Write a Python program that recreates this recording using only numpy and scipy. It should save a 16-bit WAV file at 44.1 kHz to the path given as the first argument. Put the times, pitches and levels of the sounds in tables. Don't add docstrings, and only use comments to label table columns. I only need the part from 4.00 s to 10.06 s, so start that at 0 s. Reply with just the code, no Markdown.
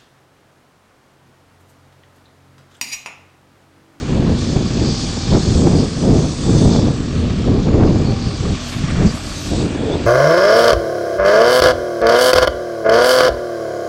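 import sys
import numpy as np
from scipy import signal
from scipy.fft import rfft, irfft, next_fast_len
from scipy.io import wavfile
from scipy.ndimage import uniform_filter1d, map_coordinates

SR = 44100
rng = np.random.default_rng(int(sys.argv[2]) if len(sys.argv) > 2 else 0)


def transcribe(u):
    v = np.clip(np.atleast_2d(u).T, -1, 1)
    q = np.round(v * 32767).astype(np.int16)
    wavfile.write(sys.argv[1], SR, q)


N = 267246
T = np.arange(N) / SR


CYLINDER_DB = [1, -4, -7, -5.5, -1.5, -4.5]
# f/Hz, level/dB, t60/s
BLOCK_MODES = [(760, 0, 0.016), (1111, 5, 0.063), (1175, 9, 0.047), (1278, 2.5, 0.073)]
# multiple of firing rate, level/dB
EXHAUST_ORDERS = [(1, 1), (2, 2.5), (3, -7.5)]
# f/Hz, level/dB
RUSH_SPECTRUM = [(200, 2), (450, -3), (700, 2.5), (900, 1.5), (1300, 1), (1700, 2), (2080, -3), (2350, 1.5),
                 (4000, -4), (6000, -20.5), (9000, -45), (13000, -63.5)]
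# t/s, rush/dB, knock/dB, exhaust/dB
DIESEL_LEVELS = [(0, -34.5, -44, -37.5), (1.3, -35.5, -43.5, -32), (2.2, -38.5, -44.5, -43),
                 (3.25, -36.5, -42.5, -39), (3.8, -36.5, -42, -37), (4.45, -36, -41.5, -32),
                 (5.3, -35.5, -41.5, -33.5), (6.06, -34, -61, -32.5)]

def idling_diesel():
    cycle_s, first_knock_s = .14415, .1256
    hard_knocks_s, hard_db = np.array([3.308, 4.461, 4.99, 5.182]), 2
    rush_db, knock_db, exhaust_db = curves(DIESEL_LEVELS)
    count = len(CYLINDER_DB)
    firings = (T - first_knock_s) / cycle_s * count + count
    index = firings.astype(int)
    age_s = (firings - index) * cycle_s / count
    hard = ((hard_knocks_s - first_knock_s) / cycle_s * count + count).astype(int)
    force_db = np.array(CYLINDER_DB)[index % count] + rng.standard_normal(index.max() + 1)[index]
    blow = amp(force_db + hard_db * np.isin(index, hard)) * (1 - np.exp(-age_s / .003))
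    ring = 0
    for hz, db, t60_s in BLOCK_MODES:
        spread_db, phase = rng.standard_normal((index.max() + 1, 2))[index].T
        ring += amp(db + spread_db - 60 * age_s / t60_s) * np.sin(2 * np.pi * hz * age_s + phase)
    knock = amp(knock_db) * coloured(blow * ring, [(200, -32), (600, 4.5), (2000, -5), (6000, -51)])
    puffs = sum(amp(db + 2.1 * wobble(10)) * np.sin(2 * np.pi * (order * firings + rng.random()))
                for order, db in EXHAUST_ORDERS)
    clatter = 1 + 1.3 * blow * np.exp(-age_s / .007)
    rush = amp(rush_db) * unit(clatter) * drifting(RUSH_SPECTRUM, patchy_db=1)
    return knock + amp(exhaust_db) * puffs + rush


# t/s, hiss/dB, sizzle/dB
AIR_LEVELS = [(0, -43.5, -42.5), (0.28, -40.5, -52), (0.43, -33.5, -41.5), (0.69, -35, -43.5),
              (0.88, -31, -42), (1.03, -31.5, -35.5), (1.33, -30.5, -42.5), (1.55, -29.5, -34),
              (1.7, -34.5, -39), (1.9, -35.5, -39), (2.3, -36.5, -38.5), (2.63, -33.5, -32),
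              (2.76, -30, -44.5), (2.97, -41.5, -44), (3.75, -41.5, -55.5), (4.3, -39.5, -44),
              (4.68, -36, -44), (4.9, -40.5, -41.5), (5.22, -40.5, -40.5), (5.37, -36, -38),
              (5.62, -35.5, -38), (5.72, -52, -43), (6.06, -42.5, -46.5)]
# f/Hz, level/dB
HISS_SPECTRUM = [(2000, -33), (3000, -11.5), (3500, -2.5), (4000, -3), (4450, 1.5), (5000, 2), (5400, -0.5),
                 (6300, -2.5), (7200, -4.5), (9000, -29), (13000, -73)]
SIZZLE_SPECTRUM = [(4500, -1), (5800, 6.5), (7000, 2), (7900, 7.5), (8800, -2.5), (9500, -9), (10500, -24),
                   (13000, -68)]
# t/s, f/Hz
HOLLOW_CENTRE = [(2.0, 3440), (2.7, 3563), (4.6, 3420)]

def tractor_hiss():
    crank_hz = 33.6
    hiss_db, sizzle_db = curves(AIR_LEVELS)
    hollow_hz, = curves(HOLLOW_CENTRE)
    crank_rad = 2 * np.pi * (crank_hz * T + .034 * wobble(1.1))
    pulse = 1 + .085 * np.cos(crank_rad) + .055 * np.cos(2 * crank_rad)
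    hiss = amp(hiss_db) * drifting(HISS_SPECTRUM, patchy_db=1.5)
    sizzle = amp(sizzle_db + 1) * drifting(SIZZLE_SPECTRUM, patchy_db=2.5)
    hollow = amp(.69 * hiss_db - 20.5 + 2.5 * wobble(12)) * narrow(hollow_hz, half_width_hz=320)
    whistle = amp(hiss_db / 2 - 25.5 + 1.1 * wobble(8)) * narrow(4440, half_width_hz=330)
    return pulse * amp(.65 * wobble(21.88)) * (hiss + sizzle + hollow + whistle)


# t/s, hold/s, f/Hz, half-width/Hz, level/dB
SQUEAL_EVENTS = [(0.853, 0.19, 4670, 500, -31.5), (1.762, 0.05, 4700, 400, -34.5),
                 (2.44, 0.37, 3565, 120, -42.5), (4.06, 0.059, 4430, 180, -37),
                 (4.215, 0.16, 4670, 600, -37.5), (5.077, 0.026, 4780, 240, -32.5),
                 (5.357, 0.29, 3850, 200, -41), (5.752, 0.15, 3400, 120, -43.5),
                 (5.927, 0.017, 3530, 220, -33)]

def squeals():
    return sum(amp(db) * swell(t, hold, rise_db_s=550, fall_db_s=650) * narrow(hz, half_width)
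               for t, hold, hz, half_width, db in SQUEAL_EVENTS)


# t/s, level/dB
BREEZE_LEVEL = [(0, -27.5), (0.5, -18), (1.24, -24), (1.7, -12.5), (1.93, -24), (2.15, -10.5),
                (2.36, -24.5), (2.8, -20), (3.0, -20), (4.35, -21), (4.62, -34.5), (5.3, -30), (6.06, -24)]
# t/s, hold/s, buffet/dB, flutter re buffet/dB
GUST_EVENTS = [(0.118, 0.23, -15, -6), (0.56, 0.064, -24, 0), (0.761, 0.13, -17, -4.5),
               (1.32, 0.058, -10.5, -10), (1.478, 0.13, -14, -12.5), (1.623, 0.21, -15, -1.5),
               (2.053, 0.089, -16, -0.5), (2.17, 0.065, -20.5, 1.5), (2.48, 0.25, -11.5, -6),
               (2.726, 0.18, -15, -5), (3.153, 0.51, -19.5, -20), (3.478, 0.11, -15.5, -2.5),
               (3.693, 0.2, -11, -5), (3.917, 0.21, -15, -6.5), (4.476, 0.021, -14, -7.5),
               (4.804, 0.198, -18.5, -19.5), (5.02, 0.04, -9.5, -11), (5.516, 0.15, -20.5, -3),
               (5.732, 0.34, -25.5, 1.5)]
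# t/s, hold/s, level/dB
TEAR_EVENTS = [(0.12, 0.14, -31.5), (1.325, 0.039, -21.5), (2.715, 0.046, -23.5), (3.8, 0.058, -24.5),
               (5.88, 0.074, -28)]
GRAZE_EVENTS = [(5.535, 0.14, -31.5), (5.81, 0.099, -27.5), (5.885, 0.055, -20.5)]
# t/s, level/dB
SLAP_EVENTS = [(0.562, -6), (1.17, -8), (1.344, 2), (1.365, 1), (1.667, 2.5), (2.101, -10), (2.65, -3.5),
               (2.744, -8), (2.878, -4.5), (3.475, -3.5), (3.677, -7), (3.806, -0.5), (5.012, -7.5)]
THUMP_EVENTS = [(0.2, -14), (0.565, -9.5), (1.288, -12), (2.118, -11), (2.664, -6), (3.2, -13.5),
                (3.395, -11), (3.497, -8), (4.27, -10), (4.408, -17), (4.528, -11), (4.765, -17),
                (4.84, -10.5), (4.925, -14.5), (5.068, -4.5), (5.148, -17)]
# f/Hz, level/dB
BUFFET_SPECTRUM = [(12, -17), (25, -5.5), (45, -2.5), (85, 1.5), (160, 2), (240, -4.5), (330, -15),
                   (500, -20.5), (900, -57), (2000, -119)]
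FLUTTER_SPECTRUM = [(90, -45.5), (200, -1.5), (310, 0), (450, -6), (650, -15), (900, -23.5), (1400, -37.5),
                    (2500, -50), (5000, -117)]
TEAR_SPECTRUM = [(200, -16.5), (420, 0.5), (650, -1), (950, -8), (1400, -21), (2200, -23.5), (5000, -83.5)]
THUMP_SPECTRUM = [(30, -13), (85, 4), (180, -4), (300, -14), (600, -43), (1500, -100)]

def wind():
    slopes = dict(rise_db_s=283.5, fall_db_s=343)
    slap_s, thump_s = .0067, .0099
    breeze = amp(curves(BREEZE_LEVEL)[0])
    big_gusts = swells([(t, hold, db) for t, hold, db, _ in GUST_EVENTS], **slopes)
    small_gusts = swells([(t, hold, db + rel) for t, hold, db, rel in GUST_EVENTS], **slopes)
    big = np.hypot(breeze, big_gusts)
    small = np.hypot(amp(-8.5) * breeze, small_gusts)
    churn = wobble(45)
    rolling = eddies(BUFFET_SPECTRUM, span_s=.06)
    buffet = big * amp(-.67 + 1.2 * churn) * rolling
    tear_gain = np.hypot(amp(-15) * small, swells(TEAR_EVENTS, **slopes))
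    tear = tear_gain * amp(2.4 * churn) * unit(rolling ** 2 * noise(TEAR_SPECTRUM))
    flutter = small * amp(.35 + 1.52 * churn) * eddies(FLUTTER_SPECTRUM, span_s=.097)
    graze_spectrum = [(250, -7), (420, 14), (620, 3), (850, -7), (1100, -36), (3000, -70)]
    graze = swells(GRAZE_EVENTS, **slopes) * eddies(graze_spectrum, span_s=.021)
    slap_body = amp(-11) * eddies(FLUTTER_SPECTRUM, span_s=.015)
    slap_edge = amp(-20) * eddies(TEAR_SPECTRUM, span_s=.0092)
    slap = pushes([(t + slap_s, db) for t, db in SLAP_EVENTS], slap_s) * (slap_body + slap_edge)
    thump = pushes(THUMP_EVENTS, thump_s) * eddies(THUMP_SPECTRUM, span_s=.018)
    return buffet + flutter + tear + graze + slap + thump


# t/s, hold/s, f/Hz, level/dB
SCUFF_EVENTS = [(3.172, 0.26, 2920, -42), (4.55, 0.28, 2950, -39), (4.622, 0.08, 6400, -43),
                (4.74, 0.37, 1810, -39), (4.937, 0.19, 1796, -37), (5.066, 0.066, 6100, -37)]
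# t/s, hold/s, level/dB
HIGH_HISS_EVENTS = [(4.69, 0.077, -48.5), (5.16, 0.33, -51.5)]

def scuffs_and_high_hiss():
    scuffs = sum(amp(db) * swell(t, hold, rise_db_s=196, fall_db_s=198) * narrow(hz, half_width_hz=1300)
                 for t, hold, hz, db in SCUFF_EVENTS)
    hiss_gain = swells(HIGH_HISS_EVENTS, rise_db_s=156, fall_db_s=279) * amp(wobble(30))
    hiss = drifting([(7000, -22), (9000, 10), (12300, 5), (13500, -10), (15500, -9)], patchy_db=4)
    return scuffs * amp(2.3 * wobble(45)) + hiss_gain * hiss


# t/s, tractor hum/dB, gear whine/dB, harvester/dB
DRONE_LEVELS = [(0, -35, -64, -34), (0.95, -32, -36.5, -40), (1.3, -36, -31, -42), (2.4, -32, -61, -37),
                (3.2, -31, -50.5, -38.5), (4.15, -36, -30.5, -47), (4.65, -36, -48, -40.5),
                (5.3, -41.5, -43, -35.5), (6.06, -37, -72, -30)]
# f/Hz, level/dB
HUM_TONES = [(140, -5), (241, 2.5), (479, -20.5), (665, -21.5), (985, -25)]
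WHINE_TONES = [(787, -10), (2345, -18.5)]
HARVESTER_TONES = [(296, -1), (608, -17.5), (667, -26.5), (1441, -22.5)]
# f/Hz, level/dB
ROAR_SPECTRUM = [(280, -13.5), (380, -0.5), (450, -5.5), (660, 5), (900, -12.5), (2000, -49)]
# t/s, level/dB
ROAR_RISE = [(4.2, -57), (4.7, -41), (5.4, -42)]

def distant_machines():
    hum_db, whine_db, harvester_db = curves(DRONE_LEVELS)
    hum = amp(hum_db) * drone(HUM_TONES, waver=.0027, fading_db=1, rough_rad=1)
    whine = amp(whine_db) * drone(WHINE_TONES, waver=.00286, fading_db=1.5, rough_rad=.15)
    harvester = amp(harvester_db) * drone(HARVESTER_TONES, waver=.00425, fading_db=3.5, rough_rad=.41)
    roar = amp(curves(ROAR_RISE)[0]) * drifting(ROAR_SPECTRUM, patchy_db=2)
    return hum + whine + harvester + roar


def drone(tones, waver, fading_db, rough_rad):
    clock_s = T + waver * np.cumsum(wobble(7)) / SR
    total = 0
    for hz, db in tones:
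        gain = amp(db + fading_db * wobble(12)) * np.sqrt(2)
        total += gain * np.sin(2 * np.pi * (hz * clock_s + rng.random()) + rough_rad * wobble(40))
    return total


def amp(db):
    return 10 ** (np.asarray(db) / 20)


def unit(x):
    return x / np.sqrt(np.mean(x ** 2) + 1e-20)


def curves(rows):
    times, *columns = np.transpose(rows)
    return [np.interp(T, times, column) for column in columns]


def wobble(rate_hz):
    return map_coordinates(rng.standard_normal(int(N * rate_hz / SR) + 4), [T * rate_hz])


def swell(t, hold_s, rise_db_s, fall_db_s):
    return amp(-rise_db_s * np.maximum(t - T, 0) - fall_db_s * np.maximum(T - t - hold_s, 0))


def swells(rows, rise_db_s, fall_db_s):
    return np.sqrt(sum((amp(db) * swell(t, hold, rise_db_s, fall_db_s)) ** 2 for t, hold, db in rows))


def pushes(rows, half_width_s):
    return sum(amp(db) * np.exp(-((T - t) / half_width_s) ** 2) for t, db in rows)


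def filtered(x, response):
    size = next_fast_len(N + 8192)
    return irfft(rfft(x, size) * response(np.fft.rfftfreq(size, 1 / SR)), size)[:N]


def coloured(x, spectrum):
    f, db = np.transpose(spectrum)
    return unit(filtered(x, lambda hz: amp(np.interp(np.log(hz + 1), np.log(f), db))))


def noise(spectrum):
    return coloured(rng.standard_normal(N), spectrum)


def drifting(spectrum, patchy_db):
    bins = signal.stft(rng.standard_normal(N), nperseg=512)[2]
    patches = uniform_filter1d(rng.standard_normal(bins.shape), size=7, axis=0)
    patches = uniform_filter1d(patches, size=20, axis=1)
    patchy = signal.istft(bins * amp(patchy_db * unit(patches)), nperseg=512)[1][:N]
    return coloured(patchy, spectrum)


def eddies(spectrum, span_s):
    x = noise(spectrum)
    power = np.abs(uniform_filter1d(x ** 2, int(span_s * SR) + 1))
    return unit(x / np.sqrt(power + .057))


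def narrow(centre_hz, half_width_hz):
    phase = 2 * np.pi * np.cumsum(centre_hz * np.ones(N)) / SR
    skirts = lambda hz: np.exp(-(hz / 3500) ** 2) / (1 + (hz / half_width_hz) ** 2)
    return unit(sum(filtered(rng.standard_normal(N), skirts) * wave(phase) for wave in (np.cos, np.sin)))


def scene():
    mix = distant_machines() + wind() + idling_diesel() + tractor_hiss()
    return (mix + squeals() + scuffs_and_high_hiss())[None]


def record(dry):
    ceiling, hardness, corner_hz, top_hz = .71, 8, 4200, 15700
    x = dry[0]
    excess = x - x / (1 + np.abs(x / ceiling) ** hardness) ** (1 / hardness)
    x = x - filtered(excess, lambda hz: np.exp(-(hz / corner_hz) ** 2))
    return filtered(x, lambda hz: hz < top_hz)[None]


dry = scene()
out = record(dry)
transcribe(out)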